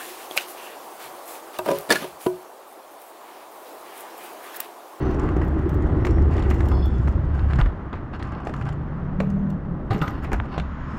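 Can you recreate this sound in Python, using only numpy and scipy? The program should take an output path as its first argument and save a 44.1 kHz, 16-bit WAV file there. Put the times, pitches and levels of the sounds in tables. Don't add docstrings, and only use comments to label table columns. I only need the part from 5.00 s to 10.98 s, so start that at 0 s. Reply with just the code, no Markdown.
import sys
import numpy as np
from scipy import signal
from scipy.fft import rfft, irfft
from scipy.io import wavfile
from scipy.ndimage import uniform_filter1d

SR = 44100
rng = np.random.default_rng(int(sys.argv[2]) if len(sys.argv) > 2 else 0)


def unload_audio(sound):
    columns = np.transpose(np.atleast_2d(sound))
    steps = np.round(np.clip(columns, -1, 1) * 32767)
    wavfile.write(sys.argv[1], SR, steps.astype(np.int16))


N = 263718
TIME = np.arange(N) / SR


def from_db(db):
    return 10 ** (np.asarray(db) / 20)


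def rms_one(x):
    return x / np.sqrt(np.mean(x ** 2) + 1e-20)


def in_time(rows):
    s, *columns = np.transpose(rows)
    return [np.interp(TIME, s, c) for c in columns]


def drift(rate):
    r = np.exp(-80 * np.pi * rate / SR)
    noise = rng.standard_normal(N // 40 + 2002)
    slow = signal.lfilter([1], [1, -2 * r, r * r], noise)[2000:]
    return np.interp(np.arange(N) / 40, np.arange(len(slow)), rms_one(slow))


def band(x, low_hz, high_hz, order=2):
    edges = [low_hz, min(high_hz, .45 * SR)]
    return signal.sosfilt(signal.butter(order, edges, "band", fs=SR, output="sos"), x + 1e-18)


def colour(x, spectrum):
    hz, db = np.transpose(spectrum)
    grid = np.log(np.maximum(np.fft.rfftfreq(8192, 1 / SR), 1))
    outside = np.abs(grid - np.clip(grid, np.log(hz[0]), np.log(hz[-1])))
    gain = from_db(np.interp(grid, np.log(hz), db) - 30 * outside)
    cepstrum = irfft(np.log(gain))
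    response = irfft(np.exp(rfft(2 * cepstrum[:4096], 8192)))
    return signal.fftconvolve(x, response / np.linalg.norm(response))[:N]


def resonate(x, resonances):
    out = 0
    for k, (hz, width, db) in enumerate(resonances):
        r = np.exp(-np.pi * width / SR)
        numerator = np.array([1, 0, -1]) * (1 - r * r) / 2
        denominator = [1, -2 * r * np.cos(2 * np.pi * hz / SR), r * r]
        out = out + (-1) ** k * from_db(db) * signal.lfilter(numerator, denominator, x + 1e-18)
    return out


def ring(x, hz, t60):
    r, w = from_db(-60 / (t60 * SR)), 2 * np.pi * hz / SR
    return signal.lfilter([0, np.sin(w)], [1, -2 * r * np.cos(w), r * r], x + 1e-18)


def clicks(times, db):
    out = np.zeros(N)
    out[(np.atleast_1d(times) * SR).astype(int)] = from_db(db)
    return out


def bursts(times, db, t60, rise_s=0.0016, uneven_db=6.0):
    out, chatter = np.zeros(N), from_db(uneven_db * drift(190))
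    for s, gain, decay in zip(times, from_db(db), np.broadcast_to(t60, len(times))):
        start = int(s * SR)
        age = TIME[:min(SR // 3, N - start)]
        shape = np.minimum(age / rise_s, 1) * from_db(-60 * age / max(decay, .002))
        spray = shape * chatter[start:][:len(age)] * rng.standard_normal(len(age))
        out[start:][:len(age)] += gain * spray * np.linalg.norm(shape) / np.linalg.norm(spray)
    return out


def grains(per_s, spread_db):
    sizes = from_db(spread_db * np.minimum(rng.exponential(1, N), 4)) * rng.choice([-1, 1], N)
    return rms_one(sizes * (rng.random(N) < per_s / SR))


def steady(x, seconds):
    return x / np.sqrt(np.abs(uniform_filter1d(x ** 2, int(seconds * SR))) + 1e-12)


def small_parts(x, ringing_db, t60, count=70):
    age = TIME[:SR // 4]
    hz = np.geomspace(600, 14000, count) * np.exp(rng.normal(0, .02, count))
    strengths = np.sqrt(hz) * rng.choice([-1, 1], count)
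    response = strengths @ np.sin(2 * np.pi * hz[:, None] * age) * from_db(-60 * age / t60)
    rings = signal.fftconvolve(x, response / np.linalg.norm(response))[:N]
    return (x + from_db(ringing_db) * rings) / np.hypot(1, from_db(ringing_db))


FAVOUR_WIDTH = 0.25
FAVOUR_DB, OFF_FAVOUR_DB = -1, -2.5


def favour(x, hz):
    return from_db(OFF_FAVOUR_DB) * x + resonate(x, [(hz, FAVOUR_WIDTH * hz, FAVOUR_DB)])


# moment the wheels reach it in seconds, rumble of the deck in dB.
PAVING = [(0, -25.5), (.28, -22.5), (.72, -19.5), (2.1, -21), (2.69, -35.5), (3.18, -32.5), (3.9, -36),
          (4.9, -36), (5.34, -24), (5.43, -36)]
DECK_SETTLE_S = 0.0065


def deck_level():
    s, db = np.transpose(PAVING)
    stretch = np.maximum(np.searchsorted(s, TIME, "right") - 1, 0)
    steps = from_db(db[stretch])
    r = np.exp(-1 / (DECK_SETTLE_S * SR))
    return 20 * np.log10(signal.lfilter([1 - r], [1, -r], steps, zi=[r * steps[0]])[0])


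# time in seconds, level of the tyres' drone in dB on a scale where cruising is CRUISE_DB.
SPEED = [(0.0, -26), (0.25, -27.5), (0.5, -30), (1.15, -26), (1.3, -30), (1.72, -30), (1.95, -36),
         (2.62, -42), (2.74, -41.5), (2.98, -44), (3.81, -42.5), (3.93, -44), (4.48, -45.5), (4.87, -40.5),
         (4.93, -39), (5.5, -43), (5.66, -57), (5.98, -45)]
CRUISE_DB = -28


def speed_level():
    return in_time(SPEED)[0] - CRUISE_DB


# pitch in Hz, width in Hz, relative level in dB.
DECK = [(33, 28, -9), (70.4, 12.6, 2.5), (104.8, 37.7, -6.5), (136.2, 58, -12)]
TYRE = [(262, 46, -2.5), (314, 30, 2.5), (372.6, 45, 0), (456, 240, -14)]
COLUMN = [(760, 23, 5.5), (1244, 140, -0.5), (1910, 130, 6), (2720, 1300, -18)]
# frequency in Hz, relative density in dB per Hz.
GRINDING = [(350, -3), (550, 13), (850, 12), (1350, -3), (1650, -13.5), (2000, -12), (2400, -25.5),
            (2850, -19), (3400, -22.5), (4500, -30.5)]
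GRIT = [(1500, -8.5), (2800, 19.5), (4300, 10.5), (6300, -1), (8500, -16.5), (11000, -26), (13000, -37.5),
        (16000, -43.5)]
DECK_LUMPS_DB, DECK_LUMPS_PER_S = 1.6, 11
TYRE_DB, COLUMN_DB = -27.5, -52.5
GRIND_DB, GRIND_FOLLOWS = -39.5, 0.47
GRIT_DB, GRIT_FOLLOWS = -69.5, 0.7


def rolling():
    speed_db = speed_level()
    deck_shake = band(resonate(grains(per_s=330, spread_db=1.5), DECK), 26, 230)
    deck = steady(deck_shake, seconds=0.06)
    tyre_shake = band(resonate(grains(per_s=900, spread_db=3), TYRE), 150, 580)
    tyre = steady(tyre_shake, seconds=0.16)
    bumps = grains(per_s=450, spread_db=5)
    column = rms_one(band(resonate(bumps, COLUMN), 430, 3100)) * from_db(1.8 * drift(9.2))
    stones = grains(per_s=1100, spread_db=3.5)
    grind = colour(stones, GRINDING) * from_db(1.5 * drift(17))
    fine_stones = colour(grains(per_s=5500, spread_db=4.0), GRIT) * from_db(.8 * drift(30))
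    grit = small_parts(fine_stones, ringing_db=-6.5, t60=0.37)

    rumble = from_db(deck_level() + DECK_LUMPS_DB * drift(DECK_LUMPS_PER_S)) * deck
    hum = from_db(speed_db) * (from_db(TYRE_DB) * tyre + from_db(COLUMN_DB) * column)
    grinding = from_db(GRIND_DB + GRIND_FOLLOWS * speed_db) * grind
    return rumble + hum + grinding + from_db(GRIT_DB + GRIT_FOLLOWS * speed_db) * grit


# time in seconds, engine rumble in dB, tyre roar in dB,
# hiss of the nearest tyres in dB.
TRAFFIC = [(0, -27, -40, -62.5), (2.5, -29.5, -45, -62), (2.8, -35, -44.5, -68), (3.3, -34, -48.5, -69),
           (4.0, -31.5, -44.5, -67.5), (4.5, -28.5, -47, -69.5), (4.8, -32, -48.5, -75),
           (5.2, -30.5, -44.5, -63), (5.6, -32.5, -43.5, -62), (5.98, -32, -39.5, -58)]
# frequency in Hz, relative density in dB per Hz.
ENGINE_WASH = [(22, 5.5), (45, -2.5), (70, 2), (95, -6.5), (135, 2), (200, -1), (260, -4.5), (400, -20),
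               (600, -18), (1200, -40), (3000, -65.5)]
TYRE_ROAR = [(300, -2), (600, -13.5), (800, -4), (1050, 3), (1300, 2), (1600, -3), (1950, -7.5),
             (2300, -17.5), (3100, -24.5), (3800, -35.5), (7000, -50)]
TYRE_HISS = [(1800, -1), (2400, 2.5), (3200, -0.5), (4200, -8.5), (5200, -12), (6800, -17), (8000, -33)]


def street():
    engines_db, tyres_db, hiss_db = in_time(TRAFFIC)
    engines = colour(rng.standard_normal(N), ENGINE_WASH)
    tyres = colour(rng.standard_normal(N), TYRE_ROAR)
    hiss = colour(rng.standard_normal(N), TYRE_HISS)
    return from_db(engines_db) * engines + from_db(tyres_db) * tyres + from_db(hiss_db) * hiss


# pitch in Hz, width in Hz, relative level in dB.
BUZZ_MODES = [(5700, 240, 1), (6600, 380, 2), (7850, 300, 2), (8900, 780, -3.5), (12700, 480, -2.5),
              (14000, 740, -18)]
BUZZ_DB, BUZZ_FOLLOWS = -74.5, .9
DRAG_FROM_S, DRAG_TO_S, DRAG_FADE_S = .95, 1.95, .15
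DRAG_DB = 0.5


def buzz():
    drag = np.clip(np.minimum(TIME - DRAG_FROM_S, DRAG_TO_S - TIME) / DRAG_FADE_S, 0, 1)
    level_db = BUZZ_DB + BUZZ_FOLLOWS * speed_level() + DRAG_DB * drag
    parts = resonate(grains(per_s=2400, spread_db=4.0), BUZZ_MODES)
    chatter = band(parts, 4800, 18000, order=3)
    return from_db(level_db + 0.93 * drift(14)) * rms_one(chatter)


# start in seconds, length in seconds, pitch in Hz, level in dB.
WHINES = [(0, 0.15, 6000, -64.5), (1.012, 0.2, 5520, -65.5), (1.47, 0.2, 7500, -75),
          (4.184, 0.37, 6340, -83), (5.617, 0.29, 6780, -79), (5.89, .2, 5230, -67)]
WHINE_WIDTH_HZ, WHINE_FLICKER_DB = 260, 3
WHINE_FADE_S = .08


def whines():
    out, noise = 0, rng.standard_normal(N) * from_db(WHINE_FLICKER_DB * drift(40))
    for s, length, hz, db in WHINES:
        gate = np.clip(np.minimum(TIME - s, s + length - TIME) / WHINE_FADE_S + .5, 0, 1)
        whine = band(noise, hz - WHINE_WIDTH_HZ / 2, hz + WHINE_WIDTH_HZ / 2)
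        out = out + from_db(db) * gate * rms_one(whine)
    return out


# start in seconds, length in seconds, build-up in seconds,
# relative level in dB, sharpness as treble in dB, hiss of fine sand in dB, favoured pitch in Hz.
SCUFFS = [(0, 0.14, .002, -40.5, -53, -73, 890), (0.184, .14, .002, -37.5, -58, -76, 1090),
          (0.413, 0.026, .002, -34.5, -55, -63, 1880), (1.303, 0.17, 0.0069, -37.5, -53.5, -63, 2050),
          (1.478, 0.29, .01, -47, -64, -66, 1910), (1.86, 0.29, 0.025, -61, -68, -70, 1200),
          (2.328, 0.13, 0.016, -40.5, -59.5, -67, 1600), (2.48, 0.15, 0.008, -39.5, -56, -67, 1780),
          (2.582, .034, .004, -32, -52, -61, 1410), (3.13, 0.034, 0.0028, -36.5, -51, -74, 1480),
          (3.237, 0.22, 0.0045, -40, -59.5, -83, 1130), (3.447, 0.06, .015, -42.5, -58, -63, 850),
          (3.512, 0.14, .03, -42.5, -61, -68, 1000), (3.652, 0.039, .004, -36, -55, -66, 1400),
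          (4.901, 0.054, 0.0028, -39, -49, -59, 2020), (4.999, 0.17, 0.0035, -38.5, -53.5, -71, 1310),
          (5.217, 0.042, 0.013, -36.5, -53, -59, 1460), (5.435, 0.03, .01, -42, -58.5, -68, 1205),
          (5.48, 0.1, 0.056, -36.5, -49, -71, 1110), (5.865, 0.22, 0.037, -48, -65, -68.5, 1277)]
# frequency in Hz, relative density in dB per Hz.
CRUNCH = [(350, 10.5), (600, 5), (900, 7.5), (1300, 3), (1600, -1), (2000, 0), (2400, -15.5), (2800, -8.5),
          (3400, -11), (4500, -29.5)]
SAND = [(4500, -7.5), (5200, -1.5), (6600, 0), (7400, -4.5), (9000, -9), (10500, -22.5)]
SCUFF_SURGE_DB, SCUFF_SURGES_PER_S = 2.2, 35


def scuffs():
    surge = rms_one(from_db(SCUFF_SURGE_DB * drift(SCUFF_SURGES_PER_S)))
    crunch = steady(grains(per_s=1800, spread_db=3), seconds=0.02) * surge
    body, treble, sand = 0, 0, 0
    for s, length, rise_s, db, sharp_db, sand_db, hz in SCUFFS:
        fade_in = (TIME - s) / rise_s
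        fade_out = (s + length - TIME) / (0.7 * length) + .5
        patch = crunch * np.clip(np.minimum(fade_in, fade_out), 0, 1)
        body = body + favour(from_db(db) * patch, hz)
        treble = treble + from_db(sharp_db) * patch
        sand = sand + from_db(sand_db) * patch
    rasp = colour(body, CRUNCH) + colour(treble, GRIT) + colour(sand, SAND)
    return small_parts(rasp, ringing_db=-4, t60=.04)


STRAY_PER_S, STRAY_AT_DECK_DB, STRAY_GROWTH = 10, -17.5, 1.8
SCUFF_TICKS_PER_S = 20
STRAY_DB = -53.5
STRAY_SHIMMER_DB = -18.5


def stray_ticks():
    on_grit = sum((TIME > t) & (TIME < t + length) for t, length, *_ in SCUFFS)
    shaken_per_s = STRAY_PER_S * from_db(STRAY_GROWTH * (deck_level() - STRAY_AT_DECK_DB))
    happens = rng.random(N) < (shaken_per_s + SCUFF_TICKS_PER_S * on_grit) / SR
    db = np.full(N, STRAY_DB)[happens]
    return [TIME[happens], db, db + STRAY_SHIMMER_DB + speed_level()[happens]]


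# time in seconds, relative tick level in dB, relative shimmer level in dB.
TICKS = [(0.11, -43, -62), (0.142, -40, -89), (0.1953, -35.5, -66), (0.234, -42, -77), (0.3636, -45, -59),
         (0.445, -48, -56), (0.48, -46, -56), (0.59, -49, -66), (0.692, -38, -51), (0.742, -42, -53),
         (0.821, -42.5, -68), (1.05, -30, -56), (1.066, -31.5, -54), (1.107, -37, -71), (1.218, -45, -73),
         (1.332, -41, -69), (1.365, -36.5, -66), (1.393, -37, -70), (1.424, -41, -72),
         (1.501, -29.5, -46.5), (1.542, -40, -54), (1.581, -44, -70), (1.605, -37, -60), (1.654, -39, -57),
         (1.684, -34.5, -50), (1.855, -42, -51), (1.979, -47, -67), (2.028, -52, -85), (2.081, -46, -63),
         (2.555, -39, -75), (3.1926, -49, -82), (3.227, -41, -73), (3.271, -56, -83), (3.319, -44.5, -86),
         (3.45, -42, -79), (3.565, -48, -78), (3.61, -52, -71), (3.652, -45, -78), (3.688, -38, -74),
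         (3.724, -43, -72), (4.2998, -41, -66), (4.501, -40, -60), (4.9787, -41, -61), (4.99, -42, -66),
         (5.0786, -35, -59), (5.095, -44, -66), (5.238, -45, -50), (5.329, -27, -48), (5.582, -40, -75)]
# pitch in Hz, width in Hz, relative level in dB.
FITTINGS = [(2810, 320, 4), (4400, 1220, -3.5), (5790, 2320, -0.5), (7280, 2450, -2.5), (8600, 940, -6)]
KNOCK_TICK_DB, KNOCK_SHIMMER_DB = -20, -55.5


def rattles():
    at, knock_db, _, _ = contacts()
    shaken = [at, knock_db + KNOCK_TICK_DB, knock_db + KNOCK_SHIMMER_DB]
    s, db, shimmer_db = np.hstack([np.transpose(TICKS), shaken, stray_ticks()])
    sharp = bursts(s, db + 7.5, t60=0.02, rise_s=0.002)
    tail = bursts(s, db - 15.5, t60=0.13)
    tick = resonate(sharp + tail, FITTINGS)
    shimmer = band(bursts(s, shimmer_db + 13.0, t60=.024), 11950, 14200)
    return small_parts(tick + shimmer, ringing_db=-7, t60=.05)


# time in seconds, relative level in dB, hard edge in dB,
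# clatter t60 in seconds, rebound in dB relative to the blow, deck bounce in dB, bounce pitch in Hz,
# clatter build-up in seconds, frame ring in dB, favoured pitch in Hz.
KNOCKS = [(0.251, -33, -45, .022, -12, -31, 100, 0.00058, -52, 1150),
          (0.288, -22, -41, 0.022, -9, -35, 100, 0.0022, -45, 1900),
          (.366, -28, -53, 0.052, -14, -10, 310, 0.0018, -56, 700),
          (.659, -40, -57, 0.02, -17, -15, 322, .001, -48, 1160),
          (1.048, -19.5, -30, 0.032, -18, -33, 99, 0.0013, -39, 2030),
          (1.068, -19, -32, 0.029, -15, -26, 99, 0.00087, -38, 1100),
          (1.379, -23, -35, 0.039, -13, -29, 100, 0.0023, -41, 1950),
          (1.51, -16, -44, 0.025, -12, -26, 99, 0.002, -35, 2030),
          (1.605, -21.5, -35, 0.028, -12, -32, 100, 0.0012, -47, 1970),
          (1.714, -22, -43.5, 0.026, -11, -37, 101, 0.0016, -32.5, 1110),
          (2.074, -21.5, -31.5, 0.018, -19, -36, 100, 0.00053, -50.5, 1000),
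          (2.081, -23.5, -46, 0.016, -23, -38, 100, 0.00044, -52, 990),
          (2.507, -26, -39, 0.036, -17, -39, 101.6, 0.0016, -53, 1900),
          (2.533, -24, -27, 0.026, -8, -14, 128, 0.00081, -43, 1510),
          (2.557, -41, -44, .04, -20, -16.5, 135.7, 0.00087, -45, 1100),
          (2.588, -20.5, -40, 0.033, -22, -9, 130, 0.0011, -37, 1800),
          (2.6, -28, -41, 0.02, -26, -33, 130, 0.00098, -35, 1200),
          (2.613, -20.5, -31, 0.015, -29, -9, 42.9, 0.0014, -44, 1050),
          (2.659, -26.5, -38, 0.056, -18, -37, 59.4, 0.0013, -51, 1500),
          (2.928, -29.5, -44, 0.2, -7, -27.5, 86, 0.00084, -57, 1110),
          (3.195, -31.5, -38, 0.1, -12, -37.5, 100, 0.0023, -44, 1000),
          (3.225, -26, -31, 0.025, -11, -27, 100, 0.001, -56, 1900),
          (3.469, -18.5, -31, 0.032, -7, -45, 99, 0.0015, -38.5, 680),
          (3.538, -21.5, -32, 0.022, -8.5, -49, 100, 0.00122, -39.5, 1240),
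          (3.611, -26, -40, 0.04, -18, -31, 100, .002, -55, 1600),
          (3.686, -29.5, -42, 0.084, -22, -41, 100, 0.00292, -41, 704),
          (4.201, -11.5, -23, 0.034, -41, -16.5, 179, 0.003, -33, 540),
          (4.906, -20.5, -29, 0.12, -24, -11, 111, 0.0043, -28, 810),
          (4.947, -37, -33, 0.046, -7, -13.5, 195, 0.0022, -40, 1460),
          (4.961, -25.5, -48, 0.049, -4.5, -17, 169, 0.0013, -35.5, 455),
          (5.014, -19.5, -26.5, 0.083, -12, -13, 146.7, 0.0052, -23, 1300),
          (5.079, -20, -29, 0.027, -12, -21, 103, 0.00099, -33, 1030),
          (5.244, -25.5, -36, .07, -12, -42, 101, 0.0034, -48, 2370),
          (5.273, -36, -55, 0.047, -20, -44, 101, 0.0032, -38.5, 556),
          (5.316, -19.5, -38, 0.064, -3, -35, 100, 0.0029, -35, 800),
          (5.33, -18.5, -44, 0.059, -21, -16, 54, 0.003, -38.5, 1590),
          (5.578, -19.5, -22, 0.042, -14, -15, 165, 0.0011, -48, 806),
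          (5.597, -22, -22, 0.025, -22, -17.5, 68.6, 0.0023, -40, 2090)]
REBOUND_S = 0.024


def contacts():
    s, db, hard_db, t60, rebound_db = np.transpose(KNOCKS)[:5]
    rebounds = [s + REBOUND_S, db + rebound_db, hard_db + rebound_db, t60]
    return np.hstack([[s, db, hard_db, t60], rebounds])


# frequency in Hz, relative density in dB per Hz.
KNOCK_BODY = [(200, 14), (450, 6), (1000, 0), (1400, 0.5), (2050, -3.5), (2600, -9.5), (3500, -28)]
STRIKE_DB = 14
EDGE_RISE_S = .002
BOUNCE_CYCLES = 14.5
BOUNCE_LONGEST_S = 0.33
HEAVY_REBOUND_DB = -4


def knocks():
    s, _, hard_db, t60 = contacts()
    edge_bursts = bursts(s, hard_db - 1.0, t60, rise_s=EDGE_RISE_S, uneven_db=0.0)
    edge = band(edge_bursts, 2700, 4170)
    clatter, bounce = 0, 0
    for at, db, _, decay, rebound_db, bounce_db, hz, rise_s, _, favoured_hz in KNOCKS:
        strike = clicks(at + rise_s, db + STRIKE_DB)
        spray = bursts([at, at + REBOUND_S], [db, db + rebound_db], decay, rise_s, uneven_db=3.5)
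        clatter = clatter + favour(strike + spray, favoured_hz)
        landing = at + REBOUND_S * (rebound_db > HEAVY_REBOUND_DB)
        bounce_t60 = min(BOUNCE_CYCLES / hz, BOUNCE_LONGEST_S)
        bounce = bounce + ring(clicks(landing, bounce_db), hz, bounce_t60)
    return colour(clatter, KNOCK_BODY) + edge + bounce


# pitch in Hz, relative level in dB, t60 in seconds.
FRAME = [(429, 5, 0.44), (576, -1.5, 0.1), (624, -6.5, 0.075), (780, 4, 0.19), (874, -5, 0.054),
         (1000, -2.5, 0.21), (1234, -1, 0.2), (1348, -2.5, 0.082), (1430, -6.5, 0.18), (1560, -19, 0.066),
         (2010, -7, 0.11), (2280, -12.5, 0.14), (2740, 5.5, 0.028), (3580, -17, .08)]
TWIN_SPLIT, TWIN_DB, TWIN_LAG_S = 0.038, -6.5, .007
JINGLE_DB, JINGLE_AT_RING_DB, JINGLE_GROWTH = -42.5, -22, 1.5


def clanks():
    s, *_, rise_s, db, focus_hz = np.transpose(KNOCKS)
    frame = 0
    for k, (hz, mode_db, t60) in enumerate(FRAME):
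        octaves_off = np.abs(np.log2(hz / focus_hz))
        struck_db = db + mode_db - 15 * octaves_off
        mode = ring(clicks(s + rise_s, struck_db), hz, t60)
        twin_blow = clicks(s + rise_s + TWIN_LAG_S, struck_db + TWIN_DB)
        twin = ring(twin_blow, hz * (1 + TWIN_SPLIT), t60)
        frame = frame + (-1) ** k * (mode + twin)
    chatter = bursts(s, JINGLE_DB + JINGLE_GROWTH * (db - JINGLE_AT_RING_DB), t60=0.36)
    return frame + band(chatter, 12100, 13900) + from_db(-1) * band(chatter, 2500, 6900)


# time in seconds, relative level in dB.
CRACKS = [(1.049, -26), (1.069, -32), (1.381, -33), (1.425, -35), (1.604, -33), (2.394, -31.5),
          (2.508, -38), (2.534, -29.5), (2.588, -32), (2.613, -20), (2.66, -37), (2.93, -36), (3.226, -28),
          (3.349, -38), (3.623, -36), (3.724, -40), (4.203, -31), (4.948, -31), (5.015, -24), (5.077, -27),
          (5.582, -30), (5.599, -24)]
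# frequency in Hz, relative density in dB per Hz.
CRACK_BODY = [(1800, 2), (2800, 6.5), (4400, -3), (5200, -17.5), (9000, -27)]
CRACK_T60_S, CRACK_RISE_S = 0.0073, .0007


def cracks():
    s, db = np.transpose(CRACKS)
    return colour(bursts(s, db, CRACK_T60_S, rise_s=CRACK_RISE_S, uneven_db=-1.0), CRACK_BODY)


# time in seconds, low mode in relative dB, upper modes in relative dB,
# pitch as a multiple of rest.
SQUEAK = [(1.70, -81, -63, 1.0), (1.73, -56, -65, 1.0), (1.755, -64, -59, .99), (1.775, -57.5, -60, 1.0),
          (1.815, -68, -65, 1.0), (1.828, -52.5, -62, .995), (1.845, -60, -61, 1.003),
          (1.857, -50.5, -68, 1.032), (1.9, -62, -75, 1.03), (1.95, -66, -74, 1.0), (1.99, -66, -79, 1.0),
          (2.06, -79.5, -85, 1.0)]
# pitch at rest in Hz, relative level in dB, share of the bend that it follows.
BRAKE = [(3410, 0, .1), (4390, -2.5, 0), (5160, 0, 1), (9650, -20, .3)]
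SQUEAK_ROUGH, SQUEAK_FLUTTER_DB = .012, 7
SQUEAK_SLIP, SQUEAK_SLIP_HZ = .5, 140


def squeak():
    low_db, upper_db, bend = in_time(SQUEAK)
    out, shared = 0, drift(45)
    for k, (hz, db, follows) in enumerate(BRAKE):
        pitch_hz = hz * (1 + follows * (bend - 1)) * (1 + SQUEAK_ROUGH * drift(420))
        phase = 2 * np.pi * np.cumsum(pitch_hz) / SR
        grip = rms_one(from_db(SQUEAK_FLUTTER_DB * np.tanh(shared + drift(110))))
        rasp = SQUEAK_SLIP * drift(SQUEAK_SLIP_HZ) * np.cos(phase)
        voice = rms_one(grip * np.sin(phase) + rasp)
        out = out + from_db((upper_db if k else low_db) + db + 4) * voice
    return out * (TIME > SQUEAK[0][0]) * (TIME < SQUEAK[-1][0])


# time in seconds, pulse rate in Hz, level in dB.
HUM = [(3.45, 26.77, -47), (3.65, 27.96, -28.5), (3.9, 31, -34), (4.1, 37.6, -34), (4.24, 38.43, -22.5),
       (4.49, 39.37, -23.5), (4.62, 37.64, -41.5), (4.72, 33.27, -24), (4.78, 33.6, -44), (4.9, 34.23, -67)]
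# multiple of the pulse rate, relative level in dB.
HUM_ORDERS = [(3, -24.5), (4, -3), (5, 2), (6, -19), (7, -35.5), (8, -39), (11, -27.5), (15, -23)]


def drone():
    hz, db = in_time(HUM)
    phase = 2 * np.pi * np.cumsum(hz * (1 + 0.0123 * drift(25))) / SR
    tone = 0
    for k, order_db in HUM_ORDERS:
        partial = np.sin(k * phase + rng.uniform(0, 2 * np.pi))
        tone = tone + from_db(order_db + 2 * drift(41)) * partial
    return from_db(db) * steady(tone, seconds=0.13)


# time in seconds, level in dB of the click before filtering.
SNAP = (5.4003, 11.5)


def snap():
    crack = band(clicks(*SNAP), 700, 1800, order=2)
    steep = signal.cheby1(6, .5, [600, 3700], "band", fs=SR, output="sos")
    return signal.sosfilt(steep, crack + 1e-18)


def shop_fronts(x):
    age = TIME[:SR // 2]
    scatter = band(rng.standard_normal(len(age)), 200, 5500) * from_db(-60 * age / 0.36) * (age > .009)
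    return signal.fftconvolve(x, scatter / np.linalg.norm(scatter))[:N]


def scene():
    hits = rattles() + knocks() + cracks() + clanks() + scuffs() + squeak()
    scooter = rolling() + buzz() + whines() + hits + snap()
    echo = from_db(-19.5) * shop_fronts(hits)
    return (scooter + echo + drone() + street())[None]


CUTOFF_HZ = 15800


def record(dry):
    return signal.sosfilt(signal.ellip(10, .1, 80, CUTOFF_HZ, fs=SR, output="sos"), dry)


dry = scene()
out = record(dry)
unload_audio(out)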